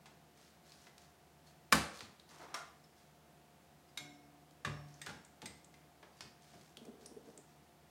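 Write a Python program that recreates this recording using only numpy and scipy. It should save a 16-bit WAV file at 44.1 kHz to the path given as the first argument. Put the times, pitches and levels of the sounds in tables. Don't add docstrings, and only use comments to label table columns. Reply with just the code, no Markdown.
import sys
import numpy as np
from scipy import signal
from scipy.fft import rfft, irfft, next_fast_len
from scipy.io import wavfile
from scipy.ndimage import uniform_filter1d, map_coordinates

SR = 44100
rng = np.random.default_rng(int(sys.argv[2]) if len(sys.argv) > 2 else 0)


def store_pcm(level_fs):
    pcm = np.round(np.clip(level_fs, -1, 1) * 32767).astype(np.int16)
    wavfile.write(sys.argv[1], SR, np.atleast_2d(pcm).T)


N = 348390
AGE = np.arange(int(1.5 * SR)) / SR

# t/s, level/dB, t60/s, jolt to the frame/dB
SNAP_CONTACTS = [(1.7202, -39, 0.032, -63.5), (1.7226, -30, .02, -64.5), (1.7244, -17, 0.019, -29.5),
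                 (1.7264, -19.5, 0.021, -56), (1.7286, -23, 0.031, -54.5), (1.7544, -34, .035, -44.5)]
# f/Hz, relative level/dB
SLOT_SPECTRUM = [(88, -42), (150, -8.5), (239, -12), (390, -14), (564, -5), (660, -10), (1520, -7.5),
                 (1650, -15.5), (1780, -11), (2040, -13.5), (3020, -13.5), (3260, -16.5), (3810, -13),
                 (9160, -19), (15800, -30)]
# f/Hz, relative level/dB, t60/s
BOARD_MODES = [(1063, -3.5, 0.081), (1170, -2.5, 0.087), (1350, -17, 0.21), (1550, -12.5, 0.19),
               (1730, 1.5, .075), (2233, -5.5, 0.033), (2344, -1.5, 0.056), (3830, -7, 0.048),
               (4960, -2, 0.033), (9050, -12, .025)]
FRAME_MODES = [(70.26, -13, 0.43), (163, -2.5, 0.33), (212.8, 4, 0.26), (263.7, 3.5, 0.26), (325, -6, 0.43),
               (478, -10.5, .4), (578, -6, 0.27), (785, -7.5, 0.27), (950, -9, .25)]

def riser(board_db=-5, thud_db=-2, boom_db=-8):
    out = np.zeros(N)
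    for s, db, t60, jolt_db in SNAP_CONTACTS:
        snap = colour(burst(t60), SLOT_SPECTRUM, peak_hz=1700, peak_db=2, tilt_db=0.2, octaves=0.6)
        add(out, s, amp(db) * in_room(snap, wet_db=-3.5))
        add(out, s, amp(jolt_db + boom_db) * boom())
    s, db, _, jolt_db = max(SNAP_CONTACTS, key=lambda row: row[1])
    add(out, s, amp(db + board_db) * in_room(ring(BOARD_MODES, rough=0.99), wet_db=-13.5))
    add(out, s, amp(jolt_db + thud_db) * ring(FRAME_MODES, attack=0.008))
    return out


# t/s, length/s, level/dB
PLUG_PUSHES = [(2.28, 0.093, -62.5), (2.39, .05, -54.5), (2.47, 0.089, -62.5)]
# t/s, level/dB, t60/s
LATCH_CLICKS = [(2.5424, -36.5, 0.025), (2.5445, -34.5, 0.035)]
# f/Hz, relative level/dB
PLUG_SPECTRUM = [(120, -39), (200, -26), (236, -23), (316, -12.5), (621, -14), (693, -7.5), (999, -6.5),
                 (1220, -5.5), (1520, -8), (2190, -11), (2490, -15), (4160, -15), (4640, -18.5),
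                 (5680, -15.5), (15800, -38.5)]
# f/Hz, relative level/dB, t60/s
SHELL_MODES = [(679, -15, 0.33), (1196, -6, 0.22), (1321, -8, 0.22), (1400, -7, 0.28), (5520, -2.5, 0.03),
               (9200, -1.5, 0.029)]

def plug(shell_db=-7):
    out = strokes(PLUG_PUSHES) * friction(PLUG_SPECTRUM, grain_db=1.9, grain_hz=150, tilt_db=-4.5)
    for s, db, t60 in LATCH_CLICKS:
        click = colour(burst(t60), PLUG_SPECTRUM, tilt_db=0.5)
        add(out, s, amp(db) * in_room(click, wet_db=-2))
        add(out, s, amp(db + shell_db) * in_room(ring(SHELL_MODES, rough=0.88), wet_db=-10.5))
    return out


# t/s, level/dB, resonance f/Hz, resonance/dB, tilt/(dB per octave), boom/dB
CARD_KNOCKS = [(.057, -53, 870, 8, 1.5, -78), (.868, -53, 1900, 5, -0.5, -80),
               (2.0063, -40, 4430, 5, 1, -55), (3.9737, -39.5, 3720, 7.5, 4, -57.5),
               (4.648, -38.5, 1840, 7, 1.5, -46.5), (4.6497, -39.5, 3650, 5, -0.5, -75),
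               (4.672, -41, 1190, 14, -8, -51.5), (5.0155, -45.5, 1930, 13, 3.5, -85),
               (5.0628, -41.5, 6750, -3, 4.5, -51.5), (5.068, -39.5, 1530, 12.5, 0.5, -54),
               (5.091, -46.5, 833, 18, 2, -59), (5.418, -45.5, 3580, 3, 3, -50),
               (5.426, -49.5, 820, 10, -6, -59), (5.457, -44.5, 4250, 4, 5.5, -75),
               (5.74, -58, 2050, 10, 4, -72), (6.028, -50.5, 1500, 2, -3, -81),
               (6.207, -40, 5060, 7.5, 2.5, -56), (6.535, -58, 710, 11, -2, -57)]
# f/Hz, relative level/dB
CARD_SPECTRUM = [(150, -31), (250, -8.5), (443, -8), (1190, -4.5), (1350, -7.5), (1600, -6.5), (2650, -9.5),
                 (3490, -11.5), (4380, -13), (8030, -21), (15800, -44)]

def knocks(t60_at_1khz=0.062, damping=0.56):
    out = np.zeros(N)
    for s, db, hz, peak_db, tilt_db, boom_db in CARD_KNOCKS:
        t60 = t60_at_1khz / (hz / 1000) ** damping
        crack = colour(burst(t60), CARD_SPECTRUM, hz, peak_db, tilt_db)
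        add(out, s, amp(db) * in_room(crack, wet_db=-2))
        add(out, s, amp(boom_db) * boom())
    return out


# f/Hz, relative level/dB
BOOM_SPECTRUM = [(30, -27), (55, -30), (70, -0.5), (100, -1.5), (160, 3), (220, 2), (320, -5), (500, -7),
                 (900, -28), (2500, -62)]

def boom(t60=0.44, swell_s=0.012):
    shake = burst(t60, attack=swell_s)
    onset = 1 - np.exp(-2 * AGE[:len(shake)] / swell_s)
    return colour(shake * onset, BOOM_SPECTRUM)


# t/s, bracket/dB, tab/dB, cooler/dB, rail/dB, floor panel/dB
METAL_CONTACTS = [(3.975, -52, -81, -76, -59, -60), (4.649, -61, -68, -45.5, -61.5, -39),
                  (5.016, -63.5, -55.5, -69, -73.5, -75), (5.458, -64.5, -52, -72, -73, -72)]
# f/Hz, relative level/dB, t60/s
BRACKET_MODES = [(1444, -11, 0.36), (1600, -12, 0.47), (2170, -5, 0.52), (2390, -2.5, 0.27),
                 (3420, -18, 0.48), (3690, 3.5, 0.12), (3795, 1, 0.1), (4420, -11, 0.19),
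                 (5100, -2.5, 0.063), (5450, -12.5, 1), (5890, -3, 0.12), (6110, -10, 0.36),
                 (6460, -5, .28), (7270, -9, 0.48), (7530, -11, .33), (9100, -6.5, .18), (11530, -12, .2),
                 (12100, -15, .2)]
TAB_MODES = [(2050, -8, .4), (3520, -5, 0.059), (3780, -10, .2), (4570, -15, 0.26), (4900, -12, .25),
             (5000, -14, 0.32), (6620, -9, 0.16), (7574, -11, .35), (8260, 0, 0.19), (8450, -11, 0.082),
             (15200, -18, .07)]
COOLER_MODES = [(580, -13, .6), (1133, -8, 0.34), (1206, -6, .4), (1643, -2, 0.097), (1752, -4, 0.17),
                (1850, -5.5, 0.17), (2026, -8, .3), (2430, -11.5, 0.32), (2760, -11, .35), (3370, -18, .2),
                (3646, -0.5, 0.063), (5460, -16.5, 1.3)]
RAIL_MODES = [(290, 0, 2.07), (598, -5, 0.76), (727, 2, 1.8), (2180, -6.5, 1.0)]
PANEL_MODES = [(68.7, -9, 0.51), (103, -1.5, 0.44), (146, 1.5, 1), (217, -16, 0.65)]

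def clinks(strike_db=8, strike_t60=0.032):
    out = np.zeros(N)
    flare = 1 + amp(strike_db) * fade(strike_t60)
    for s, bracket_db, tab_db, cooler_db, rail_db, panel_db in METAL_CONTACTS:
        bracket = amp(bracket_db) * ring(BRACKET_MODES, rough=1.35)
        tab = amp(tab_db) * ring(TAB_MODES, rough=1.9)
        cooler = amp(cooler_db) * ring(COOLER_MODES, rough=0.94)
        add(out, s, in_room(flare * (bracket + tab + cooler), wet_db=-10))
        add(out, s, amp(rail_db) * ring(RAIL_MODES, attack=0.022))
        add(out, s, amp(panel_db) * ring(PANEL_MODES, attack=0.041))
    return out


# t/s, length/s, level/dB
SLIDE_STROKES = [(.35, .13, -68.5), (0.637, 0.23, -68), (0.982, .06, -69.5), (1.438, 0.037, -69),
                 (1.916, 0.086, -60.5), (2.275, 0.065, -64.5), (2.368, .05, -67), (2.95, 0.064, -72.5),
                 (4.848, 0.26, -71.5), (6.138, 0.11, -73), (6.404, 0.26, -69.5), (6.989, 0.057, -69.5),
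                 (7.232, .09, -73), (7.46, 0.037, -77)]
# t/s, length/s, level/dB before drag_db
CABLE_DRAGS = [(6.8, .58, -57.5)]
# t/s, level/dB, resonance f/Hz
CABLE_SLIPS = [(6.772, -51.5, 245), (6.812, -50, 246), (6.864, -48, 413), (6.878, -45, 238),
               (6.9, -55, 450), (7.02, -57, 440), (7.112, -51.5, 350), (7.162, -45, 433), (7.27, -51, 427),
               (7.284, -48, 433), (7.381, -54, 400)]
# f/Hz, relative level/dB
HISS_SPECTRUM = [(400, -33), (1500, -1), (2800, -5.5), (4200, -2.5), (6000, -3), (9000, -9.5), (15000, -22)]
HOLLOW_SPECTRUM = [(90, -28), (170, -10.5), (240, 0), (290, -4), (370, -6), (435, 2), (520, -8),
                   (650, -9.5), (900, -18.5), (2500, -42)]

def cables(drag_db=-5):
    hiss = strokes(SLIDE_STROKES) * friction(HISS_SPECTRUM, grain_db=2.5, grain_hz=400)
    drum = amp(drag_db) * strokes(CABLE_DRAGS) * friction(HOLLOW_SPECTRUM, grain_db=1.9, grain_hz=45)
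    for s, db, hz in CABLE_SLIPS:
        slip = colour(burst(t60=0.078, attack=0.0012), HOLLOW_SPECTRUM, hz, peak_db=10.5)
        add(drum, s, amp(db) * slip)
    return hiss + drum


# t/s, level/dB, resonance f/Hz, resonance/dB
PLASTIC_TAPS = [(0.72, -49, 4600, 11), (0.98, -50, 4800, 4), (1.9912, -45.5, 4050, 7.5),
                (2.197, -50, 3930, 16), (4.5093, -59.5, 7500, 0), (4.941, -55, 6000, 17),
                (5.2486, -52, 7600, 16), (5.6445, -53, 7600, 16), (6.7703, -41.5, 3230, 11.5),
                (6.852, -53.5, 3400, -9), (7.0587, -46, 5600, 20), (7.061, -46, 9400, 20),
                (7.376, -45.5, 7800, 17)]

def ticks(strays_per_s=9, stray_over_hiss_db=9, stray_hz=5000):
    out = np.zeros(N)
    for s, db, hz, peak_db in PLASTIC_TAPS:
        add(out, s, amp(db) * tick(hz, peak_db))
    for start, length, db in SLIDE_STROKES:
        for when, pitch in rng.random((round(strays_per_s * length), 2)):
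            hz = stray_hz * 2 ** (pitch - 0.5)
            add(out, start + when * length, amp(db + stray_over_hiss_db) * tick(hz, peak_db=7))
    return out


# f/Hz, relative level/dB
PLASTIC_SPECTRUM = [(300, -24.5), (1200, 1.5), (4000, 4), (9000, 0), (15500, -14)]

def tick(hz, peak_db):
    tap = colour(burst(t60=0.017), PLASTIC_SPECTRUM, hz, peak_db, octaves=0.26)
    return in_room(tap, wet_db=-6)


# t/s, level/dB, f/Hz
FINGER_SQUEAKS = [(0.689, -61, 4300), (1.468, -60, 4350), (2.8385, -61.5, 5260), (3.885, -63, 4970),
                  (6.125, -67, 4700), (6.185, -63, 4750)]

def squeaks():
    out = np.zeros(N)
    for s, db, hz in FINGER_SQUEAKS:
        catch = burst(t60=0.077, attack=0.003)
        squeak = colour(catch, PLASTIC_SPECTRUM, hz, peak_db=17.5, octaves=0.053)
        add(out, s, amp(db) * in_room(squeak, wet_db=-6))
    return out


# f/Hz, relative level/dB
AIR_SPECTRUM = [(15, -76), (25, -55), (59, -12.5), (116, -16), (148, -2), (194, -8.5), (222, -11.5),
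                (324, -9.5), (352, -12.5), (572, -13), (729, -12.5), (981, -17), (2520, -23.5),
                (3050, -24.5), (15800, -33.5)]
# f/Hz, level/dB before hum_db
MOTOR_TONES = [(75.4, -77), (150.7, -75), (220.7, -80.5), (355.3, -80), (705.2, -74.5), (753.7, -83),
               (888.2, -83)]

def fan(air_db=-66, hum_db=-1, waver_rad=0.26):
    t = np.arange(N) / SR
    hum = np.zeros(N)
    for hz, db in MOTOR_TONES:
        peak = np.sqrt(2) * amp(db + hum_db + 0.98 * wobble(4.08))
        hum += peak * np.sin(2 * np.pi * hz * t + waver_rad * wobble(7.8))
    air = unit(colour(rng.standard_normal(N), AIR_SPECTRUM))
    return amp(air_db) * air + hum


# f/Hz, t60/s
ROOM_DECAY = [(100, 0.18), (500, 0.6), (1500, 0.52), (4000, 0.45), (9000, .42), (16000, 0.2)]

def in_room(x, wet_db, build_s=0.0014):
    hz, t, noise = signal.stft(rng.standard_normal(SR * 2 // 3), SR, nperseg=256)
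    envelope = fade(along(ROOM_DECAY, hz)[:, None], t) * (1 - np.exp(-t / build_s))
    response = signal.istft(noise * envelope, SR, nperseg=256)[1]
    response *= amp(wet_db) / np.linalg.norm(response)
    response[0] += 1
    return signal.fftconvolve(x, response)


def burst(t60, attack=0.00019, span_hz=350):
    t = AGE[:SR * 3 // 4]
    spectrum = rfft(rng.standard_normal(len(t)) * fade(t60, t) * (1 - np.exp(-t / attack)))
    power = np.abs(uniform_filter1d(np.abs(spectrum) ** 2, int(span_hz * t[-1]) + 1))
    even = irfft(spectrum * np.sqrt(power.mean() / (power + 1e-12)), len(t))
    taper = np.clip(2 - 4 * t / t[-1], 0, 1)
    return even * taper


def ring(modes, attack=0.00029, scatter_db=2.5, rough=0):
    drifts = np.cumsum(rng.standard_normal((len(modes), len(AGE))), axis=1) * rough / np.sqrt(SR)
    out = np.zeros(len(AGE))
    for (hz, db, t60), drift in zip(modes, drifts):
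        strength = amp(db + scatter_db * rng.normal())
        out += strength * fade(t60) * np.sin(2 * np.pi * (hz * AGE + rng.random() + drift))
    return out * (1 - np.exp(-AGE / attack))


def friction(spectrum, grain_db, grain_hz, tilt_db=0):
    grains = rng.standard_normal(N) * amp(grain_db * wobble(grain_hz))
    return unit(colour(grains, spectrum, tilt_db=tilt_db))


def strokes(rows, attack_s=0.032, release_t60=0.45):
    t = np.arange(N) / SR
    gain = np.zeros(N)
    for s, length, db in rows:
        rise = np.clip((t - s) / attack_s, 0, 1)
        gain += amp(db) * rise * fade(release_t60, np.maximum(t - s - length, 0))
    return gain


def colour(x, spectrum, peak_hz=1000, peak_db=0, tilt_db=0, octaves=0.15):
    size = next_fast_len(len(x) + 4096, True) // 2 * 2
    hz = np.fft.rfftfreq(size, 1 / SR)
    octaves_away = np.log2((hz + 20) / peak_hz)
    resonance_db = peak_db * np.exp(-0.5 * (octaves_away / octaves) ** 2)
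    gain = unit(amp(along(spectrum, hz) + resonance_db + tilt_db * octaves_away))
    cepstrum = irfft(np.log(gain + 1e-6))
    cepstrum[1:size // 2] *= 2
    cepstrum[size // 2 + 1:] = 0
    return irfft(rfft(x, size) * np.exp(rfft(cepstrum)))[:len(x)]


def amp(db):
    return 10 ** (np.asarray(db) / 20)


def unit(x):
    return x / np.sqrt(np.mean(x ** 2) + 1e-20)


def along(points, hz):
    f, values = np.transpose(points)
    return np.interp(np.log(hz + 1), np.log(f + 1), values)


def wobble(rate):
    knots = rng.standard_normal(int(N * rate / SR) + 4)
    return map_coordinates(knots, [np.arange(N) * rate / SR])


def fade(t60, t=AGE):
    return np.exp(-np.log(1000) * t / np.maximum(t60, 1e-3))


def add(track, s, sound):
    part = track[round(s * SR):][:len(sound)]
    part += sound[:len(part)]


def scene():
    return (fan() + riser() + plug() + knocks() + clinks() + cables() + squeaks() + ticks())[None]


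def record(dry, low_hz=52, top_hz=15850):
    thin = signal.sosfilt(signal.butter(4, low_hz, 'high', fs=SR, output='sos'), dry)
    size = next_fast_len(N + SR // 2)
    passband = np.fft.rfftfreq(size, 1 / SR) < top_hz
    return irfft(rfft(thin, size) * passband, size)[:, :N]


dry = scene()
out = record(dry)
store_pcm(out)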